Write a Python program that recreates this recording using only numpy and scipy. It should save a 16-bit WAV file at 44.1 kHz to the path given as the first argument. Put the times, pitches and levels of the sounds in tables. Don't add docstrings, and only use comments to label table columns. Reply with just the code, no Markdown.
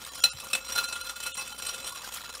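import sys
import numpy as np
from scipy import signal
from scipy.fft import rfft, irfft
from scipy.io import wavfile
from scipy.ndimage import uniform_filter1d

SR = 44100
rng = np.random.default_rng(int(sys.argv[2]) if len(sys.argv) > 2 else 0)


def gain_from_db(level_db):
    decades = np.asarray(level_db, float) / 20
    return 10 ** decades


def unload_audio(sound):
    columns = np.transpose(np.atleast_2d(sound))
    steps = np.round(np.clip(columns, -1, 1) * 32767)
    wavfile.write(sys.argv[1], SR, steps.astype(np.int16))


N = 105840

# start_s, peak_db, then mode2_db, mode3_db, mode4_db relative to the peak
SQUARE_STRIKES = [(0.047, -27, -43, -28, -37), (0.2372, -1.5, -19.5, -20.5, -3),
                  (0.399, -22, -25.5, -18, -22), (0.5307, -10.5, -30, -10, -18.5),
                  (0.5495, -13, -29, -11, -20), (0.7209, -16.5, -28, -38, -12.5),
                  (0.9242, -18, -20, -14, -8.5), (1.0111, -26.5, -10.5, -17, -5.5),
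                  (1.2012, -21, -22, -21.5, -22), (1.4743, -25.5, -20, -16, -41),
                  (1.6204, -20.5, -31, -18, -14), (1.6647, -16, -22.5, -24, -14),
                  (1.921, -25.5, -18, -41, -14), (1.9565, -26, -23, -19, -21),
                  (2.016, -27.5, -35, -40, -28), (2.1216, -25, -40, -21, -26),
                  (2.3498, -22.5, -46, -41, -31)]
GLANCING_STRIKES = [(0.07, -28, -56, -46, -27), (0.1507, -23, -27, -46, -26), (0.1764, -25.5, -17.5, -47, -18),
                    (0.4569, -31.5, -15, -20, -26), (0.506, -23, -28, -17.5, -27),
                    (0.6514, -42, -22, -21, -22), (0.6846, -21, -22, -52, -20), (0.7582, -17.5, -16, -51, -10),
                    (0.782, -12.5, -12.5, -20.5, -8), (0.841, -18.5, -17, -30, -5.5),
                    (0.8824, -23.5, -18.5, -14.5, -9), (0.9597, -26, -11, -56, -19.5),
                    (0.9844, -62, -60, -60, -1), (1.05, -30.5, -16, -11, -6), (1.0684, -26, -13.5, -20, -7),
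                    (1.0949, -19.5, -16, -20, -16), (1.1608, -24.5, -17, -20, -15),
                    (1.232, -21, -22.5, -17.5, -16), (1.2657, -17.5, -16.5, -19, -17.5),
                (1.349, -26, -33, -15, -20), (1.3746, -22.5, -21, -24, -10.5),
                (1.3904, -27.5, -39, -4.5, -23), (1.415, -24, -36, -21, -11), (1.525, -33, -11, -34, -7),
                (1.585, -25, -28, -34, -48), (1.6902, -19, -21, -20.5, -12),
                (1.741, -23.5, -15.5, -19, -19), (1.8466, -35.5, -37, -45, -8), (1.872, -20, -43, -41, -21),
                (2.044, -24, -30, -45, -37), (2.141, -19, -53, -47, -54), (2.1705, -30.5, -17, -30, -36),
                (2.2548, -33.5, -14, -10.5, -28)]
# pitch_hz, struck_db, scraped_db, t60_s, pair_split_hz
BOWL_MODES = [(538, -37, -13.5, 0.47, 19.5), (1413.5, 2.5, -8, 0.2, 21.5), (2627, 2, -12.5, 0.21, 35.5),
              (4057, 2, -6.5, 0.091, -58.5), (3054, -22, -15, 0.12, 64), (3556, -22.5, -12, 0.073, 67),
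              (5718, -16.5, -7.5, 0.083, 49.5),
              (7450, -19, -14, .05, 70), (8140, -19, -14, .06, 40), (8690, -22, -15, .05, 60),
               (9455, -16, -11, .06, 50), (11440, -21, -19, .03, 100)]
# time_s, level_db
BARE_GLASS = [(0, -3), (.6, 1), (.8, 0.5), (1.4, 3), (1.9, 2.5), (2.1, -4), (2.4, -2)]
# time_s, level_db
PRESSURE = [(0.0, -39.5), (0.58, -41.5), (0.75, -33), (0.87, -38), (1.28, -43.5), (1.44, -41),
            (1.65, -38.5), (1.78, -39), (2.11, -39), (2.22, -33.5), (2.29, -38.5), (2.4, -35)]
# frequency_hz, density_db (per Hz)
TICK_COLOUR = [(70, -30), (250, -15), (600, -6), (1200, 0.5), (2000, -5), (3300, 0), (7000, -4),
               (11000, -5.5), (16000, -9)]
# pitch_hz, level_db, t60_s
WIRE_MODES = [(1204, -10, 0.026), (3320, 4, 0.042), (5470, -2.5, .025), (7000, 8, 0.045),
              (9250, -0.5, 0.013)]
# time_s, level_db
SKIM_LEVEL = [(0, -63), (.08, -56.5), (.16, -42), (.23, -39.5), (.35, -67.5), (1.9, -58), (2.1, -50.5),
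              (2.4, -55)]
# start_s, pitch_hz, peak_db, decay_s
PINGS = [(.0485, 3690, -33, 0.0033), (0.049, 4900, -38, .002), (0.0497, 8070, -31, .002),
         (.2225, 5800, -32.5, 0.0045), (.2235, 7460, -40, 0.0031), (.2235, 3000, -42, 0.0037),
         (.222, 12800, -40, .005), (.244, 4046, -9, 0.0073), (0.238, 2960, -19, 0.0035),
         (0.248, 9400, -27, 0.0042), (.239, 2020, -34, 0.0048), (0.297, 9150, -43, .01),
         (.297, 5760, -40, 0.01), (.295, 7480, -46, 0.065), (0.313, 9400, -36.5, 0.01),
         (0.296, 3175, -51, 0.018), (0.294, 1257, -46, 0.022), (.5495, 8120, -23, .005),
         (.532, 5380, -23, .005), (.5495, 3500, -23.5, .004), (.532, 3900, -19, 0.0038),
         (0.7186, 5710, -30.5, 0.014), (1.0111, 11400, -33.5, .004), (1.0111, 6600, -37, .003),
         (1.318, 2900, -39.5, 0.014), (1.318, 3620, -38, 0.013), (1.335, 3240, -41, 0.014),
         (1.342, 8740, -32, 0.0091), (1.342, 7450, -37, .008), (1.374, 5710, -34, 0.038),
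         (1.376, 2035, -40, 0.021), (1.375, 3030, -41, .03), (1.376, 3420, -48, 0.027),
         (1.379, 8180, -42, 0.033), (1.382, 9450, -31, 0.018), (1.521, 3070, -38, 0.02),
         (1.6656, 8150, -31.5, 0.013), (1.781, 4070, -44, 0.076), (1.623, 2615, -38.5, .04),
         (1.69, 5710, -34, 0.028), (2.351, 9000, -41, .003)]
# start_s, pitch_hz, peak_db, decay_s
KNOCKS = [(0.337, 129, -36.5, 0.015), (.34, 81.5, -39.5, 0.0204), (.24, 149, -40.5, .015),
          (0.529, 218, -45, 0.025), (1.375, 828, -44, 0.034), (1.38, 1075, -35.5, 0.023),
          (1.517, 848, -41, 0.018), (1.922, 1117, -37, 0.015), (1.957, 1110, -38, 0.0096),
          (2.016, 1160, -35.5, 0.0052), (2.045, 1555, -33.5, 0.0055), (2.349, 5200, -30.5, 0.0032),
          (2.144, 7250, -33, 0.0043)]
# centre_s, length_s, depth_db
LIFTS = [(0.375, .03, -2), (0.619, 0.044, -7.5), (2.7, 0.037, -10), (2.325, 0.032, -7), (1.57, 0.014, -2)]
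# centre_s, length_s, depth_db
BRIEF_DIPS = [(.31, .03, -34), (1.334, .026, -34), (.105, .022, -12), (.217, .02, -16), (.876, .016, -14),
              (1.025, .018, -11), (1.537, .014, -12), (.172, .012, -10), (1.389, .01, -12),
              (.2325, .006, -14), (.683, .014, -9), (1.153, .014, -9)]
# frequency_hz, density_db (per Hz)
ROOM_COLOUR = [(33, -40), (40, -18), (54, -1.5), (291, 1), (319, -24), (492, -7), (531, -44), (592, 0.5),
               (1000, -22), (1300, -43), (2200, -120)]

WIRES = 5
HELD_TOP_HZ = 9800


def curve(table):
    a = np.array(table)
    return np.interp(np.arange(N) / SR, a[:, 0], a[:, 1])


def unit(x):
    return x / np.sqrt(np.mean(x ** 2))


def spectrum_db(hz, table):
    a = np.array(table)
    return np.interp(np.log(hz), np.log(a[:, 0]), a[:, 1])


def colour(x, table):
    hz = np.arange(N // 2 + 1) * SR / N + 1
    return unit(irfft(rfft(x) * gain_from_db(spectrum_db(hz, table)), N))


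def fade(x, tau, hz=0):
    return signal.lfilter([1], [1, -np.exp(2j * np.pi * hz / SR - 1 / (tau * SR))], x)


def walk(rate):
    k = int(SR / rate)
    steps = np.repeat(rng.standard_normal(N // k + 1), k)
    return unit(uniform_filter1d(steps, k)[:N])


def impulses(times, sizes):
    x = np.zeros(N, complex)
    np.add.at(x, np.clip((times * SR).astype(int), 0, N - 1), sizes)
    return x


def dip_db(centre_s, length_s, depth_db):
    t = np.arange(N) / SR
    return depth_db * np.exp(-((t - centre_s) / length_s * 2) ** 4)


def wires(table, spread_s, early_s, fall_db):
    hits = np.repeat(np.array(table, float), WIRES, axis=0)
    luck = rng.random((len(table), WIRES, 2))
    turn = np.arange(WIRES)
    jitter = np.sign(turn) * (luck[..., 0] - .5)
    hits[:, 0] += (spread_s * (turn + jitter) / WIRES).ravel() - early_s
    hits[:, 1] += (4 * luck[..., 1] - 8 + fall_db * turn).ravel()
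    return hits


def bowl(hits, grit):
    rise_s, struck_damp, linger_db, scatter_db = 0.0012, 0.61, -17, 2.5
    modes = BOWL_MODES
    struck, scraped = 0, 0
    luck = rng.random((len(hits), len(modes), 3))
    luck[..., 0] = np.repeat(luck[::WIRES, :, 0], WIRES, axis=0)
    start, peak_db = hits[:, 0], hits[:, 1]
    glass_db = curve(BARE_GLASS)
    bare_db = glass_db[(start * SR).astype(int)]
    for k, (hz, hit_db, scrape_db, t60, split_hz) in enumerate(modes):
        if 1 <= k <= 3:
            place_db = hits[:, k + 1]
        else:
            place_db = scatter_db * (4 * luck[:, k, 0] - 2) + bare_db
        if k == 6:
            place_db = .5 * (place_db + hits[:, 4] + 14)
        phase = 2.5 * luck[:, k, 1] + 2 * np.pi * (hz * start + luck[:, k, 0])
        size = gain_from_db(peak_db + place_db + hit_db) * np.exp(1j * phase)
        tau = t60 / np.log(1000)
        weak_share = 0.14 * np.exp(1.5j * (luck[:, k, 2] - .5))
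        for side, share in ((-.5, 0.5), (.5, weak_share)):
            f = hz + side * split_hz
            push = fade(impulses(start, size * share), rise_s, f) / (rise_s * SR)
            ring = fade(push, tau * struck_damp, f) + gain_from_db(linger_db) * fade(push, tau * 2, f)
            struck = struck + ring.imag
            flicker_db = 2.9 * walk(25.03) if k < 4 else 4.5 * walk(30.18) + glass_db
            fed = fade(grit * gain_from_db(flicker_db), tau, f).imag
            scraped = scraped + gain_from_db(scrape_db) * unit(fed)
    return struck, unit(scraped)


def cracks(hits):
    crack_db, crack_s, tail_db, tail_s = -13.5, 0.0015, -12.5, 0.03
    x = fade(impulses(hits[:, 0], gain_from_db(hits[:, 1] + crack_db)), 0.00045) / (0.00065 * SR)
    env = (fade(x, crack_s) + gain_from_db(tail_db) * fade(x, tail_s)).real
    return env * colour(rng.standard_normal(N), TICK_COLOUR)


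def drag():
    ticks_per_s, spread_db, smear_s = 600, 2.2, 0.0018
    ticks = (rng.random(N) < ticks_per_s / SR) * gain_from_db(spread_db * rng.exponential(size=N))
    grit = fade(ticks, smear_s).real * rng.standard_normal(N)
    return unit(grit * gain_from_db(2 * walk(40) + 1 * walk(12)))


def patchy(x):
    spec, out = rfft(x), 0
    hz = np.arange(len(spec)) * SR / N
    band = np.log2(hz / 700 + 1e-3).clip(0, 4.5) * 4
    for k in range(19):
        weight = (1 - abs(band - k)).clip(0)
        out = out + irfft(spec * weight, N) * gain_from_db(2.8 * walk(60))
    return out


def rattle():
    clicks_per_s, ring_cycles = 240, 5.4
    out, pitches = 0, np.geomspace(1000, 10500, num=16)
    for hz in pitches:
        clicks = rng.random(N) < clicks_per_s / len(pitches) / SR
        x = clicks * gain_from_db(2 * rng.exponential(size=N))
        out = out + fade(x, ring_cycles / hz, hz).imag * gain_from_db(spectrum_db(hz, TICK_COLOUR))
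    return unit(out)


def skim(grit):
    hum = 0
    for hz, db, t60 in WIRE_MODES:
        hum = hum + gain_from_db(db) * unit(fade(grit, t60 / np.log(1000), hz).imag)
    return gain_from_db(curve(SKIM_LEVEL)) * unit(hum)


def knocks():
    t, out = np.arange(N) / SR, 0
    for start, hz, db, tau in KNOCKS + PINGS:
        since = t - start
        rise = np.clip(since / max(2 / hz, 0.2 * tau), 0, 1)
        decay = np.exp(-np.clip(since, 0, 9) / tau)
        out = out + gain_from_db(db) * np.sin(2 * np.pi * hz * since) * decay * rise
    return out


def held(x):
    count, frame, level_db = 9, 1024, 5.5
    t, out = np.arange(N) / SR, 0
    for centre, length, depth_db in BRIEF_DIPS:
        end = int((centre - length / 2) * SR)
        size = abs(rfft(x[end - frame:end] * np.hanning(frame))) * 4 / frame
        hz = np.arange(len(size)) * SR / frame
        tilt = size * np.sqrt(hz) * (hz < HELD_TOP_HZ)
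        tops = signal.find_peaks(tilt, distance=9)[0]
        tops = tops[np.argsort(-tilt[tops])[:count]]
        tones = sum(size[k] * np.sin(2 * np.pi * hz[k] * t + k) for k in tops)
        out = out + (1 - gain_from_db(dip_db(centre, length, depth_db))) * tones
    return out * gain_from_db(level_db)


def room():
    room_db, hum_hz, hum_db = -55.5, 59.7, -58.5
    phase = 2 * np.pi * hum_hz * np.arange(N) / SR + 1.5 * walk(18)
    hum = np.sin(phase) * gain_from_db(hum_db + 2.5 * walk(14))
    air = colour(rng.standard_normal(N), ROOM_COLOUR + [(2500, -13)])
    return air * gain_from_db(room_db + 2.0 * walk(12.0)), hum


def scene():
    drag_db, drag_ring_db, rattle_db = -8.5, -8.5, -14
    square = wires(SQUARE_STRIKES, spread_s=.004, early_s=0, fall_db=-2)
    glancing = wires(GLANCING_STRIKES, spread_s=.013, early_s=.006, fall_db=0.3)
    hits = np.vstack([square, glancing])
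    grit, press = drag(), gain_from_db(curve(PRESSURE))
    duck = gain_from_db(sum(dip_db(*row) for row in BRIEF_DIPS + LIFTS))

    struck, scraped = bowl(hits, grit * duck ** .5)
    rings = struck + press * gain_from_db(drag_ring_db + curve(BARE_GLASS)) * scraped
    air, hum = room()
    scrape = patchy(cracks(hits) + press * gain_from_db(drag_db) * colour(grit, TICK_COLOUR))
    noisy = scrape + press * gain_from_db(rattle_db) * rattle() + air + skim(grit)

    high_pass = signal.butter(6, HELD_TOP_HZ, "high", fs=SR, output="sos")
    shrill = signal.sosfiltfilt(high_pass, rings)
    return (duck * noisy + held(noisy) + rings - (1 - duck) * shrill + hum + knocks())[None]


def top_cut(x):
    return signal.sosfilt(signal.butter(12, 16510, fs=SR, output="sos"), x)


def record(dry):
    low_pass = signal.ellip(8, .5, 60, 15550, fs=SR, output="sos")
    mix = signal.sosfilt(low_pass, dry)
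    return top_cut(mix)


dry = scene()
out = record(dry)
unload_audio(out)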